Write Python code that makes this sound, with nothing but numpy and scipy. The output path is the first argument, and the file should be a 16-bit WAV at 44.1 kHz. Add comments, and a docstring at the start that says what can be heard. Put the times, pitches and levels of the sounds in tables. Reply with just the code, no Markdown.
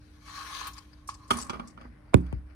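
"""A small, quiet room: a curtain is drawn open by its wand.
The runners scrape along a ringing track (filtered slip noise), squeal, then tick as they bunch up.
The wand clacks against the end of the window recess (noise bursts and damped modes).
It bumps the window, once hard: a falling bending wave, and the big pane's modes boom.
Cloth rustles as patchy noise; ventilation hums underneath as noise and two low tones."""
import sys
import numpy as np
from scipy import signal
from scipy.fft import rfft, irfft, next_fast_len
from scipy.io import wavfile
from scipy.ndimage import uniform_filter1d, map_coordinates

SR = 44100
rng = np.random.default_rng(int(sys.argv[2]) if len(sys.argv) > 2 else 0)


def int16_out(signal):
    """Quantize to a 16-bit WAV file."""
    q = np.round(np.clip(np.atleast_2d(signal).T, -1, 1) * 32767)
    wavfile.write(sys.argv[1], SR, q.astype(np.int16))


N = 112454
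T = np.arange(SR // 2) / SR  # time axis of one event, s
TIME_S = np.arange(N) / SR
MODE_SCATTER_DB = 2


def amp(db):
    """Decibels to gain."""
    return 10 ** (np.asarray(db) / 20)


def unit(x):
    """Scale to rms 1."""
    return x / np.sqrt(np.mean(x ** 2) + 1e-20)


def decay(t60_s):
    """Exponential decay, 60 dB in t60_s."""
    return amp(-60 * T / t60_s)


def onset(rise_s):
    """Exponential rise towards 1 with time constant rise_s."""
    return 1 - np.exp(-T / rise_s)


def along(points, hz):
    """Interpolate (hz, value) points on a log frequency axis."""
    f, v = np.transpose(points)
    return np.interp(np.log(hz + 1), np.log(f + 1), v)


def curves(rows):
    """One value per sample for each column after the time."""
    s, *cols = np.transpose(rows)
    return [np.interp(TIME_S, s, c) for c in cols]


def wobble(rate_hz):
    """Smooth random curve through rate_hz knots a second."""
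    knots = rng.standard_normal(int(N * rate_hz / SR) + 4)
    return map_coordinates(knots, [np.arange(N) * rate_hz / SR])


def filtered(x, response):
    """Multiply the spectrum of x by a complex response of frequency."""
    n = x.shape[-1]
    m = next_fast_len(n + 8192)
    return irfft(rfft(x, m) * response(np.fft.rfftfreq(m, 1 / SR)), m)[..., :n]


def coloured(x, points, tilt_db=0):
    """Minimum-phase colour of unit energy, tilted in dB per octave."""
    size = 4096
    hz = np.fft.rfftfreq(size, 1 / SR)
    level_db = along(points, hz) + tilt_db * np.log2(1 + hz / 700)
    cepstrum = irfft(np.log(amp(level_db)))
    cepstrum[1:size // 2] *= 2  # fold to make it causal
    cepstrum[size // 2 + 1:] = 0
    h = irfft(np.exp(rfft(cepstrum)))
    return signal.fftconvolve(x, h[None] / np.linalg.norm(h), axes=1)[:, :x.shape[1]]


def pair(size, alike):
    """Two white noises with a given correlation."""
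    a, b = rng.standard_normal((2, size))
    u = np.arccos(np.clip(alike, -1, 1)) / 2
    return np.array([np.cos(u) * a + np.sin(u) * b, np.cos(u) * a - np.sin(u) * b])


def add(out, x, start_s, right_db=0, lead_s=0):
    """Place a stereo event, its right side louder by right_db and earlier by lead_s."""
    for ch, side in enumerate((-1, 1)):
        i = max(0, round((start_s - side * lead_s / 2) * SR))
        out[ch, i:i + x.shape[1]] += amp(side * right_db / 2) * x[ch, :N - i]


def ring(modes, scatter_db):
    """Sum damped modes, each of random strength on either side."""
    out = np.zeros((2, len(T)))
    for hz, level_db, t60_s in modes:
        level_lr_db = level_db + scatter_db * rng.standard_normal((2, 1))
        out += amp(level_lr_db) * decay(t60_s) * np.sin(2 * np.pi * hz * T)
    return out


def slips(rate_hz, spread_db, alike):
    """Friction: a dense random train of tiny slips of uneven size."""
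    happens = rng.random(N) < rate_hz / SR
    size = amp(spread_db * np.minimum(rng.exponential(size=N), 4))
    return unit(happens * size * pair(N, alike))


def recess(x, walls_db):
    """Close walls return seven weak copies a side, which comb the sound."""
    out = x.copy()
    for ch in range(2):
        for delay_s, sign in zip(rng.uniform(.001, .009, size=7), rng.choice([-1, 1], size=7)):
            i = round(delay_s * SR)
            out[ch, i:] += sign * amp(walls_db) * x[ch, :N - i]
    return out / np.sqrt(1 + 7 * amp(walls_db) ** 2)


def patchy(x, depth_db):
    """Let the colour drift in patches of time and frequency."""
    z = signal.stft(x, nperseg=512)[2]
    field = uniform_filter1d(rng.standard_normal(z.shape[1:]), 6, 0)
    field = uniform_filter1d(field, 16, 1)
    return signal.istft(z * amp(depth_db * unit(field)), nperseg=512)[1][:, :N]


def panned(x, points):
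    """Share each frequency between left and right."""
    return filtered(x, lambda f: amp(along(points, f) * np.array([[.5], [-.5]])))


# room decay: hz, t60_s
ROOM_DECAY = [(100, 1), (400, 0.3), (1500, 0.15), (5000, 0.18), (14000, 0.3)]


def room(x, wet_db):
    """Add the room's noise tail, each frequency dying at its own speed."""
    hz, t, z = signal.stft(pair(len(T), 0.93), SR, nperseg=256)
    z = z * amp(-60 * t / along(ROOM_DECAY, hz)[:, None])
    tail = signal.istft(z, SR, nperseg=256)[1][:, :len(T)] * onset(0.02)
    tail /= np.linalg.norm(tail[0])
    return x + amp(wet_db) * signal.fftconvolve(x, tail, axes=1)[:, :N]


# air noise spectrum, relative: hz, level_db_per_hz
AIR_COLOUR = [(12, -35), (20, -26), (55, 2), (154, -11.5), (270, -18), (320, -19.5), (370, -23.5),
              (472, -24.5), (560, -28.5), (1090, -31.5), (2300, -39.5), (3070, -41.5), (4810, -52),
              (7310, -54), (9950, -43.5), (12000, -58), (16000, -66)]
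# air noise left-right likeness: hz, correlation (0 to 1)
AIR_LIKENESS = [(60, 1), (250, 0.83), (600, 0.043), (2000, 0.18)]
AIR_DB, HUM_HZ, HUM_DB, DRONE_HZ, DRONE_DB = -53, 300.5, -62.5, 66.5, -64


def ventilation():
    """Steady coloured air noise, a fan tone and a low drone, both wavering in level and phase."""
    def mid_side(f):
        turn = np.arccos(np.clip(along(AIR_LIKENESS, f), -1, 1)) / 2
        return amp(along(AIR_COLOUR, f)) * np.array([np.cos(turn), np.sin(turn)])

    mid, side = filtered(pair(N, 0), mid_side)
    air = amp(AIR_DB) * unit(np.array([mid + side, mid - side]))
    hum = unit(np.sin(2 * np.pi * HUM_HZ * TIME_S + wobble(15) / 10))
    hum *= amp(HUM_DB + wobble(3.3))
    drone = unit(np.sin(2 * np.pi * DRONE_HZ * TIME_S + 0.12 * wobble(10.6)))
    drone *= amp(DRONE_DB + 1.7 * wobble(6.2))
    return air + hum + drone


# cloth gathering and swaying: time_s, level_db (before +1.5 dB)
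CLOTH_LEVEL = [(1.05, -74), (1.24, -75), (1.29, -69), (1.33, -43.5), (1.38, -50), (1.47, -57.5),
               (1.555, -49), (1.585, -61), (1.66, -61.5), (1.75, -67.5), (1.83, -56), (1.93, -69),
               (2.06, -67.5), (2.12, -68.5), (2.16, -59), (2.23, -63), (2.27, -57.5), (2.36, -63),
               (2.45, -73), (2.51, -63.5), (2.55, -70)]
# cloth spectrum, relative: hz, level_db_per_hz
CLOTH_SPECTRUM = [(200, -17.5), (600, 20.5), (1100, 7.5), (1550, 17.5), (2400, 4), (3300, -14.5),
                  (5000, -3.5), (8000, -27), (14000, -23)]
# cloth balance: hz, left_minus_right_db
CLOTH_BALANCE = [(600, 2.5), (1500, 1.5), (3000, 19), (5000, 15.5), (12000, -6)]


def cloth():
    """Folds rustle as they gather and sway: slip noise with drifting colour."""
    level_db, = curves(CLOTH_LEVEL)
    rustle = panned(coloured(slips(5000, 1.2, 0.067), CLOTH_SPECTRUM), CLOTH_BALANCE)
    return patchy(rustle, 2.14) * amp(level_db + 1.5 + wobble(36.37))


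# brush spectrum, relative: hz, level_db_per_hz
BRUSH_SPECTRUM = [(2000, -13), (2900, 3), (3800, 6), (5500, -23)]
# balance of brush and sliding hiss: hz, left_minus_right_db
HISS_BALANCE = [(1500, 11), (2400, 6.5), (4400, 12), (8000, 1), (15000, -4.5)]
BRUSH_PEAK_S, BRUSH_HALF_WIDTH_S, BRUSH_DB = 0.579, 0.046, -45  # half width at 1/e


def brush():
    """One fold brushes past: a brief, gritty swell of slips."""
    swell = np.exp(-((TIME_S - BRUSH_PEAK_S) / BRUSH_HALF_WIDTH_S) ** 2)
    grit = unit(panned(coloured(slips(2000, 1, 0), BRUSH_SPECTRUM), HISS_BALANCE))
    return amp(BRUSH_DB) * swell * grit


# bumps: start_s, bend_db, bend_t60_s, crack_db, pane_db, pane_tilt_db_per_octave,
# right_minus_left_db, right_lead_s (each layer scales the last two)
WINDOW_BUMPS = [(1.306, -22.5, 0.053, -52, -45.5, 3.5, 4, .0003),
                (2.1427, 0.5, 0.059, -5.5, -27.5, 4.5, 10.5, .0005),
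                (2.327, -24, 0.21, -29.5, -40.5, -0.5, -7.5, -.0005)]
# pane modes: hz, level_db, t60_s
PANE_MODES = [(56.8, -13, 0.87), (64.6, 5, 0.71), (81.7, 12, .18), (130.6, 5, 0.21), (175.7, 1.5, .3),
              (205.5, 1.5, 0.16), (265, -3, 0.26), (308, -6, 0.234), (370.4, -5, 0.18)]
# window frame modes: hz, level_db, t60_s
FRAME_MODES = [(915, -4.5, 0.013), (1210, -1, 0.0036), (2450, -5, 0.0076)]
# crack spectrum, relative: hz, level_db_per_hz
CRACK_SPECTRUM = [(100, -29.5), (500, 5.5), (700, 0), (1100, 7), (1700, -6), (2350, -3), (3000, -10.5),
                  (4000, -21.5), (6000, -21), (9500, -18), (12000, -27), (15500, -46)]
BEND_HZ, BEND_FALL_S, BEND_RISE_S, BEND_TOP_HZ = 1460, 0.000877, 0.0028, 428
FRAME_DB = -3.5
PANE_BLUR_RAD_PER_HZ = .0035  # phase unsteadiness


def pane_boom(tilt_db, anchor_hz):
    """Damped pane modes with unsteady phase; higher modes build up faster."""
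    out = np.zeros(len(T))
    for hz, level_db, t60_s in PANE_MODES:
        blur = PANE_BLUR_RAD_PER_HZ * hz * wobble(51.4)[:len(T)]
        level = amp(level_db + tilt_db * np.log2(hz / anchor_hz))
        out += level * decay(t60_s) * onset(2.9 / hz) * np.sin(2 * np.pi * hz * T + blur)
    return out


def bumps():
    """Window knock: the frame cracks, a bending wave falls in pitch, treble first, and the pane booms."""
    knock, boom = np.zeros((2, 2, N))
    anchor_hz = PANE_MODES[1][0]  # the bending wave settles on this mode
    bend_hz = np.hypot(BEND_HZ / (1 + T / BEND_FALL_S), anchor_hz * onset(0.039))
    phase = 2 * np.pi * np.cumsum(bend_hz) / SR
    band = signal.butter(3, [30, BEND_TOP_HZ], "band", fs=SR, output="sos")
    for start_s, bend_db, bend_t60_s, crack_db, pane_db, tilt_db, right_db, lead_s in WINDOW_BUMPS:
        crack_decay = decay(0.013) + amp(-25) * decay(0.039)
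        crack = coloured(pair(len(T), 0.085) * crack_decay, CRACK_SPECTRUM)
        crack = (crack + amp(FRAME_DB) * ring(FRAME_MODES, MODE_SCATTER_DB)) / 2
        add(knock, amp(crack_db) * crack, start_s, 0.38 * right_db, lead_s)

        # soft touch just before the blow
        touch = coloured(pair(len(T), 0.29) * decay(0.098), CRACK_SPECTRUM, -6)
        add(knock, amp(crack_db - 24.5) * touch, start_s - .007)

        bend = np.cos(phase) * onset(BEND_RISE_S) * decay(bend_t60_s)
        bend = signal.sosfilt(band, bend)
        add(boom, amp(bend_db) * np.array([bend, bend]), start_s, right_db, 3.2 * lead_s)

        pane = pane_boom(tilt_db, anchor_hz)
        add(boom, amp(pane_db) * np.array([pane, pane]), start_s, 0.22 * right_db, 1.25 * lead_s)
    return room(knock, -22.5) + boom


# wand clacks, and last a faint cloth swell at 2.263 s: start_s, level_db, tilt_db_per_octave
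CLACKS_AND_SWELL = [(1.3052, -14, 3.5), (1.3075, -13, 1), (1.3107, -14, -2.5), (1.334, -32, 8.5),
                    (1.496, -24.5, -0.5), (1.5023, -26.5, -5), (1.532, -27.5, -3), (1.542, -31, -4.5),
                    (1.554, -31, -6.5), (1.568, -35, -7.5), (1.5956, -25.5, -4.5), (1.617, -38, -13),
                    (1.775, -36.5, -6.5), (1.811, -36.5, -4), (1.852, -38.5, -14.5), (2.263, -48, 2.5)]
# clack spectrum, relative: hz, level_db_per_hz
CLACK_SPECTRUM = [(40, -34), (100, -3), (240, 4.5), (390, 3.5), (560, 2), (800, 3.5), (1250, 11),
                  (1850, -5.5), (2350, -7), (3150, -1.5), (3900, -13.5), (5000, -9), (7000, -18),
                  (10000, -15.5), (15000, -48)]
# clack balance: hz, left_minus_right_db
CLACK_BALANCE = [(200, -2.5), (550, -3), (1200, -5), (2400, 3), (3500, 4.5), (5000, 8), (10000, -9)]
# wand modes: hz, level_db, t60_s
WAND_MODES = [(236, -10.5, 0.16), (401.4, -4.5, 0.079), (820, -12, 0.064), (1140, -12, .03),
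              (1392, -7, 0.12), (1570, -3, 0.065), (2165, -6, 0.042), (2329, 2.5, 0.034), (3058, 3, 0.039),
              (3326, -4, 0.065), (3680, -25, 0.021), (4460, -16, 0.094), (5050, -15, 0.057)]
CLACK_T60_S, CLACK_RING_DB = 0.027, -14


def clacks_and_swell():
    """Wand and runner clatter on end stop and wall, duller at negative tilt; last a faint cloth swell."""
    out = np.zeros((2, N))
    for start_s, level_db, tilt_db in CLACKS_AND_SWELL:
        burst = coloured(pair(len(T), 0.62) * decay(CLACK_T60_S), CLACK_SPECTRUM, tilt_db)
        dulling_db = np.minimum(tilt_db, 0)
        modes = [(hz, mode_db + dulling_db * np.log2(1 + (hz / 2000) ** 2), t60_s)
                 for hz, mode_db, t60_s in WAND_MODES]
        event = burst + amp(CLACK_RING_DB) * ring(modes, MODE_SCATTER_DB)
        add(out, amp(level_db) * event * onset(0.0014), start_s, lead_s=0.000468)
    return room(panned(recess(out, -16.5), CLACK_BALANCE), -11)


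# runner ticks: start_s, level_db (before +1.5 dB), left_minus_right_db, tilt_db_per_octave,
# rattle_t60_s, ping_hz
RUNNER_TICKS = [(0.67, -39.5, -5, 28, 0.058, 12900), (0.733, -44.5, 4, -6, 0.032, 6900),
                (0.78, -40.5, 11.5, -12.5, 0.022, 4830), (0.931, -49.5, 15, -23.5, 0.011, 4820),
                (1.0748, -43, 2, 4, 0.089, 9400), (1.089, -45.5, 10, -12.5, 0.12, 5300),
                (1.1426, -41, 6.5, -6.5, 0.018, 7600), (1.2773, -56.5, 1, 3, 0.069, 8500),
                (1.3075, -38, 11, 4, 0.1, 10600), (1.37, -30.5, 1, 4, 0.019, 10000),
                (1.376, -36.5, -9.5, 6, 0.02, 9800), (1.387, -30, 12.5, -1, 0.011, 9570),
                (1.399, -34, 0, -4, 0.036, 6600), (1.4141, -29.5, 7.5, 0.5, 0.014, 7820),
                (1.4247, -30.5, 6.5, -6.5, .011, 7760), (1.445, -42, -1, -1, 0.018, 9440),
                (1.467, -43, -1, 2, 0.012, 8250), (1.496, -33, 4.5, -15.5, 0.033, 5420),
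                (1.674, -47.5, 2.5, -2.5, 0.053, 7770), (1.701, -60, 13, -6, 0.044, 9400),
                (2.17, -51.5, -13, -23, 0.013, 9200), (2.208, -57.5, -8, 5, 0.013, 8370)]
# tick spectrum, relative: hz, level_db_per_hz
TICK_SPECTRUM = [(500, -41), (2000, -10), (3800, -4.5), (5200, 8.5), (7000, 5.5), (9500, 6), (11000, -2.5),
                 (12000, -10), (15000, -18), (16500, -50)]
# runner modes: hz, level_db, t60_s
RUNNER_MODES = [(4460, -4, .035), (4700, -12, .025), (5150, 1.5, .035), (5400, -11, 0.049),
                (5960, -20, 0.035), (7860, -11, 0.042), (9240, -18, 0.026), (11200, -11, 0.028)]
PING_T60_S = 0.012
RUNNER_SPREAD = 0.0073  # relative pitch scatter of each mode


def ticks():
    """Runners hit one another: a short rattle, a brief ping and a thin ring."""
    out = np.zeros((2, N))
    for start_s, level_db, left_db, tilt_db, t60_s, ping_hz in RUNNER_TICKS:
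        rattle = coloured(pair(len(T), 0.078) * decay(t60_s), TICK_SPECTRUM, tilt_db)
        ping_phase = rng.uniform(0, np.pi, (2, 1))
        ping = amp(2.0) * decay(PING_T60_S) * np.sin(2 * np.pi * ping_hz * T + ping_phase)
        modes = [(hz * (1 + RUNNER_SPREAD * rng.standard_normal()), mode_db, mode_t60_s)
                 for hz, mode_db, mode_t60_s in RUNNER_MODES]
        tick = rattle + ping + amp(-15.5) * ring(modes, MODE_SCATTER_DB)
        add(out, amp(level_db + 1.5) * tick * onset(0.0008), start_s, -left_db)
    return room(recess(out, -8.5), -13)


# track resonances: hz, width_hz, level_db
TRACK_MODES = [(844, 44, -8.5), (1011.4, 66, -2.5), (1107, 66, 4), (1260, 72, -5), (1373, 42, -11.5),
               (1694, 27, -10), (2120, 160, -26)]


def track(x):
    """Hollow track: parallel resonances of alternating sign, at unit energy."""
    def body(f):
        total = 0
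        for k, (hz, width_hz, level_db) in enumerate(TRACK_MODES):
            damping = 1j * f * width_hz
            total = total + (-1) ** k * amp(level_db) * damping / (hz * hz - f * f + damping)
        return total

    power = np.mean(abs(body(np.fft.rfftfreq(len(T), 1 / SR))) ** 2)
    return filtered(x, body) / np.sqrt(power)


# runner jolts: start_s, level_db (before +20 dB)
TRACK_JOLTS = [(0.612, -31.5), (0.667, -35), (0.781, -43.5), (1.089, -25.5), (1.384, -30), (1.465, -42)]


def jolts():
    """A runner catches and knocks the track: an impulse rings its resonances."""
    out = np.zeros((2, N))
    for start_s, level_db in TRACK_JOLTS:
        push = np.zeros((2, len(T)))
        push[:, 0] = amp(level_db + 20.0)
        add(out, track(push), start_s, right_db=3.0, lead_s=-0.00016)
    return room(out, -8.5)


# runner squeal: time_s, level_db
SQUEAL_LEVEL = [(.22, -90), (.28, -51), (.39, -44.5), (.47, -51), (.56, -58), (.62, -53), (.68, -54),
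                (.72, -85)]
SQUEAL_HZ, SQUEAL_WANDER_HZ, SQUEAL_FLUTTER_DB = 1127, 17.3, 5


def squeal():
    """Stick and slip lock near the track's main resonance: a narrow, fluttering tone."""
    level_db, = curves(SQUEAL_LEVEL)
    phase = 2 * np.pi * np.cumsum(SQUEAL_HZ + SQUEAL_WANDER_HZ * wobble(150)) / SR
    tone = unit(np.sin(phase) * amp(SQUEAL_FLUTTER_DB * wobble(72.4))) * amp(level_db)
    return room(tone * amp(1.7 * np.array([[-.5], [.5]])), -6)


# sliding runners: time_s, ring_db, hiss_db (before +2.5 dB)
SLIDE_LEVELS = [(0, -99, -70.5), (.2, -69, -68.5), (.25, -66, -59), (.285, -47, -51), (.345, -58.5, -48),
                (.385, -41.5, -45), (.44, -48, -47.5), (.53, -45, -46), (.58, -46, -42), (.62, -44, -44.5),
                (.675, -38.5, -43), (.705, -68, -57.5), (.745, -62, -67), (.77, -52, -51.5),
                (.81, -68, -62), (.89, -74.5, -69.5), (1.06, -74, -76), (1.24, -57.5, -67.5),
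                (1.29, -60, -69), (1.35, -41.5, -51), (1.47, -56, -73), (1.66, -58.5, -70),
                (1.76, -78, -100)]
# hiss spectrum, relative: hz, level_db_per_hz
HISS_SPECTRUM = [(880, -15), (1500, 0.5), (1610, 3), (2020, -7), (2230, 0.5), (2490, -4.5), (3660, -6.5),
                 (4200, -6.5), (5660, -5.5), (7460, -12), (10800, -15), (14600, -27.5), (16000, -32)]
HISS_PATCH_DB = 2.4


def sliding():
    """Runners scrape along the track: slips ring its resonances and hiss."""
    ring_db, hiss_db = curves(SLIDE_LEVELS)
    song = unit(track(slips(4000, 3.0, 0.64))) * amp(ring_db + 1.1 * wobble(39.3))
    hiss = panned(coloured(slips(2200, 0.69, 0.21), HISS_SPECTRUM), HISS_BALANCE)
    hiss = unit(patchy(recess(hiss, -5.5), HISS_PATCH_DB))
    hiss *= amp(hiss_db + 2.5 + 0.75 * wobble(29.5))
    return room(song, -4) + room(hiss, -9.5)


def scene():
    """Sum all sources."""
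    curtain = cloth() + brush() + ticks() + jolts() + squeal() + sliding()
    return ventilation() + bumps() + clacks_and_swell() + curtain


# microphone dips: hz, width_hz, level_db
MIC_DIPS = [(704, 29, -6), (1617, 75, -3.5), (5196, 52, -44), (7480, 91, -29), (9660, 69, -37)]
TOP_HZ = 15850


def record(dry):
    """Microphone: a few narrow dips and a steep cut above TOP_HZ."""
    def response(f):
        dips_db = sum(db * np.exp(-((f - hz) / width_hz) ** 2) for hz, width_hz, db in MIC_DIPS)
        return amp(dips_db) / np.sqrt(1 + (f / TOP_HZ) ** 200)

    return filtered(dry, response)


dry = scene()
out = record(dry)
int16_out(out)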